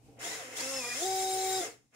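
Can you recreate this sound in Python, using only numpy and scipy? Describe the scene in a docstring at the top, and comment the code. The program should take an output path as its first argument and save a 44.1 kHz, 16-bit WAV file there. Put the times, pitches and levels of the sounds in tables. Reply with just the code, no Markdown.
"""The motor of a small toy truck, held in the air indoors, runs up in three throttle steps and coasts down.
Sines at multiples of the shaft speed give its hum and the whine of a ten-tooth pinion;
noise coloured by the resonances of the plastic shell gives the gear rattle, and damped sines a soft knock.
A mains hum and noise rumble of the room lie below, and the motor stirs again at the very end."""
import sys
import numpy as np
from scipy import signal
from scipy.fft import rfft, irfft
from scipy.io import wavfile
from scipy.ndimage import uniform_filter1d

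SR = 44100
rng = np.random.default_rng(int(sys.argv[2]) if len(sys.argv) > 2 else 0)


def master_out(mix):
    """Clip the mix to full scale and print it as 16-bit PCM to the path in sys.argv[1]."""
    frames = np.transpose(np.atleast_2d(mix))
    ceiling = np.clip(frames, -1, 1)
    pcm = np.round(ceiling * 32767).astype(np.int16)
    wavfile.write(sys.argv[1], SR, pcm)


N = 85995
TIME_S = np.arange(N) / SR

# Room rumble spectrum: (frequency [Hz], relative density [dB per Hz])
RUMBLE_SPECTRUM = [(20, -34), (40, -20), (60, -8.5), (85, -17), (123, -6), (170, -18.5), (290, -10),
                   (450, -28), (800, -27.5), (1200, -33), (1800, -38.5), (2500, -30), (3500, -38.5),
                   (5500, -35.5), (9000, -36.5), (15900, -49.5)]
# Room rumble: (time [s], level [dB])
RUMBLE_LEVEL = [(0, -66), (.06, -59), (.3, -65), (1.6, -62), (1.8, -71), (1.95, -81)]
# Low modes of the knocked shell: (frequency [Hz], relative level [dB], 60 dB decay time [s])
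KNOCK_MODES = [(284.4, 3.5, 0.34), (452, 8, 0.12), (793, 7, 0.092)]
# Rotor: (time [s], shaft speed [Hz], first order [dB], second order [dB], fourth order [dB]), before lean and blur
SHAFT = [(0.19, 110.3, -83, -66, -86), (0.256, 173.9, -67, -60, -46), (0.288, 179.4, -63, -79, -49),
         (0.308, 196.5, -63, -79, -49), (0.36, 199, -69, -95, -61), (0.414, 175.7, -74, -79, -46.5),
         (0.445, 127.4, -80, -62.5, -52), (0.55, 126.3, -100, -61, -56.5), (0.606, 229.2, -61, -74, -50),
         (0.63, 259.4, -51, -45, -66), (0.71, 271.6, -51.5, -44, -53), (0.79, 263, -50.5, -42.5, -57),
         (0.834, 240.7, -56.5, -54, -50), (0.88, 243.1, -64, -44.5, -58.5), (0.938, 241.9, -58, -91, -59),
         (0.96, 250.6, -52.5, -49, -55), (1.011, 326, -53, -48, -58.5), (1.022, 349.1, -39.5, -35, -72),
         (1.045, 366.4, -35, -43.5, -60), (1.056, 380.4, -36.5, -35, -54.5), (1.172, 379.2, -38, -35, -63),
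         (1.592, 378.1, -36, -35.5, -58.5), (1.612, 352, -35, -44, -61), (1.622, 344.6, -61, -46, -52),
         (1.637, 346.3, -42, -37.5, -52), (1.646, 320, -60, -63, -52), (1.685, 246.9, -62, -50.5, -64),
         (1.71, 225.2, -82, -66, -80), (1.758, 199.2, -99, -69, -95)]
# Gear noise: (time [s], reference level [dB], low-mid level relative to it [dB])
GEAR_LOAD = [(0.192, -56.5, -2), (0.216, -47.5, 1.5), (0.25, -40.5, -3), (0.342, -43.5, -1.5),
             (0.494, -54, 3.5), (0.554, -50, 2.5), (0.572, -38, -8.5), (0.592, -40.5, -1), (0.608, -36, -6),
             (0.622, -40, -4), (0.91, -42, -9.5), (0.97, -39, -4), (1.034, -36, -10.5), (1.092, -41, -8),
             (1.234, -39, -10), (1.258, -41.5, -9), (1.606, -39, -7.5), (1.656, -43, -1.5),
             (1.802, -79.5, 2), (1.9, -82.5, -12), (1.934, -77, 8.5), (1.95, -62, -1.5)]
# Higher shaft orders: (multiple [-], part throttle [dB re gear reference], full throttle [dB re gear reference])
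UPPER_ORDERS = [(3, -17, -30), (5, -19, -28), (6, -25, -20), (7, -19, -28), (8, -18, -28), (10, -14, -16),
                (10.5, -34, -23), (11, -22, -21), (12, -28, -22), (13, -32, -17), (14, -30, -21),
                (14.33, -34, -17), (15.67, -34, -23), (17, -27, -16), (20, -14, -11), (21, -23, -30),
                (22, -20, -28), (24, -22, -16), (24.33, -30, -21), (25, -28, -20), (26, -23, -28),
                (30, -20, -36), (39, -26, -25), (40, -30, -23), (41, -30, -27)]
# Prominence added to the higher orders: (time [s], other orders [dB], order ten [dB], order twenty [dB])
MESH_PROMINENCE = [(.2, -5, 0, -8), (.3, 0, 10.5, -9), (.36, 2, 6, -4), (.43, -15, -12, -4),
                   (.55, -16, -8, -8), (.62, 2, 11, -2), (.68, -3, 2, -0.5), (.79, 5, 12, 18),
                   (.84, 3, 13.5, -17), (.95, 4.5, 11.5, -13), (1.07, 1.5, 5.5, 1), (1.9, 3.5, 9, -3.5)]
# Noise around the tooth-mesh orders: (multiple [-], level at steady speed [dB re gear reference])
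MESH_HISS = [(10, -25), (20, -11), (30, -21)]
# Gear rattle spectrum ahead of the shell: (frequency [Hz], relative density [dB per Hz])
RATTLE_SPECTRUM = [(530, -42), (900, -7), (1790, -2), (2060, -2), (2820, -7), (3670, -6.5), (4350, -8.5),
                   (7290, -2), (8320, -8), (9390, -5.5), (11900, -15), (15200, -20.5), (15900, -10.5)]
# Low drive-train rattle spectrum ahead of the shell: (frequency [Hz], relative density [dB per Hz])
GROWL_SPECTRUM = [(200, -9.5), (260, -5), (500, 4), (950, -4), (1300, -41)]
# Low drive-train rattle: (time [s], level [dB])
GROWL_LEVEL = [(0, -71.5), (.09, -70.5), (.18, -59), (.25, -45), (.35, -49.5), (.45, -55), (.55, -53.5),
               (.6, -45.5), (.7, -56), (.9, -57.5), (1, -49), (1.1, -52.5), (1.6, -51), (1.66, -44),
               (1.75, -66), (1.9, -95), (1.95, -64.5)]
# Shell resonances: (frequency [Hz], width [Hz], relative strength [dB])
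SHELL_MODES = [(240, 37, -10.5), (305.5, 17, 1), (438.6, 18.6, 4), (529.3, 17, -2), (695, 16.7, 0.5),
               (769, 51, 0), (1850, 16, -9), (2090, 27, 0.5), (2654, 32, -3.5), (3290, 22, -4),
               (5290, 140, -2), (6410, 71, -4), (6950, 67, -4.5), (8900, 380, -20)]
# Stereo noise: (frequency [Hz], left-right correlation [-])
LIKENESS = [(60, 0.72), (500, 0.96), (1000, 0.05), (5000, 0.019), (15000, 0.043)]
# Stereo balance: (frequency [Hz], left minus right [dB])
LEFT_LEAN = [(60, -1), (130, -5), (290, 6), (640, -3), (1410, 1), (3100, 0), (6820, 4), (15000, -4.5)]

HUM_HZ, HUM_DB, HUM_WAVER_DB = 119.5, 0.5, 1.5  # peak level relative to rumble rms
ROOM_T60_S, ROOM_DB = 0.3, -12
KNOCK_S, KNOCK_DB, KNOCK_RISE_S = 0.081, -53.5, 0.02
START_S, START_RISE_S, STIR_S = 0.19, 0.0025, 0.036  # the gears catch; their lower rattle stirs earlier
RESTART_S, RESTART_HZ, RESTART_DB, RESTART_RISE_S = 1.92, 243, -72, 0.03
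HALF_HZ, FULL_HZ = 270, 370  # shaft speeds of part and full throttle
SPEED_JITTER = 0.00086  # relative spread of shaft speed
FIRST_LEAD_RAD, LOW_LEAD_RAD = 0.25, 0.3  # left leads on order one, and on orders two and four
TONE_SPREAD_RAD = 1.9  # left-right phase scatter of the higher orders
UPPER_DB, RASP_DB = 0.5, -28  # trim of all higher orders; orders 33 to 38 at full throttle, before it
BLUR_DB_S = 3.5  # loss per unit of relative speed change a second
WAVER_DB, WAVER_PER_S = 3, 16
LINE_ROUGH, ROUGH_PER_S = 0.8, 60  # quick flutter that widens the higher orders
MESH_HISS_HZ, HISS_GAIN_DB_S = 160, 1.6  # modulator rate; swell with relative speed change a second
GATE_DEPTH = 0.077  # modulation of the rattle once per turn
CUTOFF_HZ = 15680


def amp(db):
    """A level in decibels is twenty times the logarithm of amplitude."""
    return 10 ** (np.asarray(db) / 20)


def unit(x):
    """Division by the root mean square gives unit effective value."""
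    return x / np.sqrt(np.mean(x ** 2) + 1e-20)


def in_time(rows):
    """Linear interpolation turns each column into a continuous time course."""
    seconds, *columns = np.transpose(rows)
    return [np.interp(TIME_S, seconds, column) for column in columns]


def at_hz(points, hz):
    """Values are interpolated on a logarithmic frequency axis."""
    table_hz, values = np.array(points).T
    return np.interp(np.log(hz), np.log(table_hz), values)


def drift(rate):
    """Two-pole low-passed noise wanders at random with unit spread."""
    step = 40  # samples between computed points
    pole = np.exp(-2 * np.pi * rate * step / SR)
    noise = rng.standard_normal(N // step + 1002)
    slow = signal.lfilter([1], [1, -2 * pole, pole * pole], noise)[1000:]
    return np.interp(np.arange(N) / step, np.arange(len(slow)), unit(slow))


def lean(hz):
    """A level difference between channels sets the left and right gains at a frequency."""
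    return amp(at_hz(LEFT_LEAN, hz) * np.array([[0.5], [-0.5]]))


def shell_gain(f):
    """Resonances add as Lorentzian power peaks to the direct sound of the shell."""
    power = 1
    for hz, width, db in SHELL_MODES:
        power = power + amp(2 * (db + 9.5)) / (1 + (2 * (f - hz) / width) ** 2)
    return np.sqrt(power)


def coloured(spectrum, low, high, resonant, excite=1.0):
    """Spectral weighting of white noise gives partly correlated stereo noise of unit rms."""
    white = rng.standard_normal((2, N)) * excite
    f = np.maximum(np.fft.rfftfreq(N, 1 / SR), 1)
    gain = amp(at_hz(spectrum, f))
    if resonant:
        gain = gain * shell_gain(f)
    alike = np.clip(at_hz(LIKENESS, f), 0, 1)
    mid, side = rfft(white) * gain
    common = np.sqrt(1 + alike) * mid
    opposed = np.sqrt(1 - alike) * side * np.array([[1], [-1]])
    in_band = (f >= low) & (f < high)
    return unit(irfft((common + opposed) * lean(f) * in_band, N))


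def tones(turns, order, db, lead):
    """A shaft order is a sine whose phase follows the accumulated turns."""
    phase = 2 * np.pi * (order * turns + rng.random())
    return np.sqrt(2) * amp(db) * np.sin(phase + lead * np.array([[0.5], [-0.5]]))


def background():
    """Steady-spectrum noise and an amplitude-modulated mains sine share one level course."""
    level_db, = in_time(RUMBLE_LEVEL)
    hum = amp(HUM_DB + HUM_WAVER_DB * drift(29.0)) * np.sin(2 * np.pi * HUM_HZ * TIME_S)
    rumble = coloured(RUMBLE_SPECTRUM, 20, 16500, False)
    return amp(level_db) * (rumble + hum)


def room(x):
    """Reverberation is convolution with exponentially decaying noise, independent in each channel."""
    t = np.arange(SR // 2) / SR
    tail = rng.standard_normal((2, len(t))) * amp(-60 * t / ROOM_T60_S) * (t > 0.004)
    tail = tail / np.sqrt(np.sum(tail ** 2, axis=1, keepdims=True))
    return signal.fftconvolve(x, tail, axes=1)[:, :N]


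def knock():
    """A soft blow in the hand excites damped free vibration in three low shell modes."""
    t = np.maximum(TIME_S - KNOCK_S, 0)
    rise = 1 - np.exp(-t / KNOCK_RISE_S)
    ring = 0
    for hz, db, t60 in KNOCK_MODES:
        ring = ring + amp(KNOCK_DB + db - 60 * t / t60) * rise * np.sin(2 * np.pi * hz * t)
    return ring


def gear_rattle(turns, reference_db, mid_db):
    """Random tooth impacts excite the shell, modulated once per turn above 900 Hz."""
    low_db, = in_time(GROWL_LEVEL)
    gate = 1 + GATE_DEPTH * np.cos(2 * np.pi * turns)
    caught = np.clip((TIME_S - START_S) / START_RISE_S, 0, 1)
    stirred = np.clip((TIME_S - START_S) / STIR_S + 1, 0, 1) ** 2
    treble = caught * amp(reference_db + 1.5) * coloured(RATTLE_SPECTRUM, 3200, 18500, True, gate)
    low_mid = stirred * amp(reference_db + mid_db) * coloured(RATTLE_SPECTRUM, 900, 3200, True, gate)
    growl = amp(low_db) * coloured(GROWL_SPECTRUM, 200, 1200, True)
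    return treble + low_mid + growl


def mesh_hiss(hz, turns, change, reference_db):
    """Random amplitude modulation spreads each mesh order into a noise band, swelling as speed changes."""
    swell_db = HISS_GAIN_DB_S * change * (hz / FULL_HZ) ** 2
    hiss = 0
    for order, db in MESH_HISS:
        modulator = np.array([drift(MESH_HISS_HZ), drift(MESH_HISS_HZ)])
        hiss = hiss + tones(turns, order, reference_db + db + swell_db, 1.0) * modulator
    return hiss


def rotor_hum(turns, change, first_db, second_db, fourth_db):
    """Periodic rotor forces radiate at one, two and four times the shaft speed."""
    first = tones(turns, 1, first_db, FIRST_LEAD_RAD) * lean(380.0)
    second = tones(turns, 2, second_db, LOW_LEAD_RAD) * lean(760.0)
    wavering_db = fourth_db - change + WAVER_DB * drift(WAVER_PER_S)
    return first + second + tones(turns, 4, wavering_db, LOW_LEAD_RAD)


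def pinion_whine(hz, turns, change, reference_db):
    """Tooth meshing makes a line spectrum of shaft orders, weakened while the speed changes."""
    other_db, ten_db, twenty_db = in_time(MESH_PROMINENCE)
    throttle = np.clip((hz - HALF_HZ) / (FULL_HZ - HALF_HZ), 0, 1)
    rasp = [(order, RASP_DB - 9, RASP_DB) for order in range(33, 39)]
    whine = 0
    for order, part_db, full_db in list(UPPER_ORDERS) + rasp:
        level_db = reference_db + UPPER_DB + part_db + throttle * (full_db - part_db)
        level_db = level_db - BLUR_DB_S * change + WAVER_DB * drift(WAVER_PER_S)
        level_db = level_db + {10: ten_db, 20: twenty_db}.get(order, other_db)
        flutter = 1 + LINE_ROUGH * drift(ROUGH_PER_S)
        lead = TONE_SPREAD_RAD * rng.standard_normal()
        whine = whine + flutter * lean(order * FULL_HZ) * tones(turns, order, level_db, lead)
    return whine


def motor():
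    """Integrated shaft speed gives the common phase of hum, whine, mesh hiss and rattle modulation."""
    hz, first_db, second_db, fourth_db = in_time(SHAFT)
    reference_db, mid_db = in_time(GEAR_LOAD)
    # smoothed relative speed change [1/s]
    change = uniform_filter1d(np.abs(np.gradient(np.log(hz))) * SR, size=800)
    again = np.clip((TIME_S - RESTART_S) / RESTART_RISE_S, 0, 1)
    hz = np.where(again > 0, RESTART_HZ, hz) * (1 + SPEED_JITTER * drift(20))
    turns = np.cumsum(hz) / SR
    running = (TIME_S > SHAFT[0][0]) & (TIME_S < SHAFT[-1][0])
    orders = rotor_hum(turns, change, first_db, second_db, fourth_db)
    orders = orders + pinion_whine(hz, turns, change, reference_db)
    orders = orders + mesh_hiss(hz, turns, change, reference_db)
    restart = again * sum(tones(turns, order, RESTART_DB, rng.normal()) for order in range(1, 11))
    return running * orders + restart + gear_rattle(turns, reference_db, mid_db)


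def scene():
    """Direct and reverberant sound of the truck superpose on the background."""
    truck = motor() + knock()
    return truck + amp(ROOM_DB) * room(truck) + background()


def record(dry):
    """A steep elliptic low-pass filter removes the top of the spectrum."""
    low_pass = signal.ellip(12, 0.3, 75, CUTOFF_HZ, fs=SR, output="sos")
    return signal.sosfilt(low_pass, dry)


dry = scene()
out = record(dry)
master_out(out)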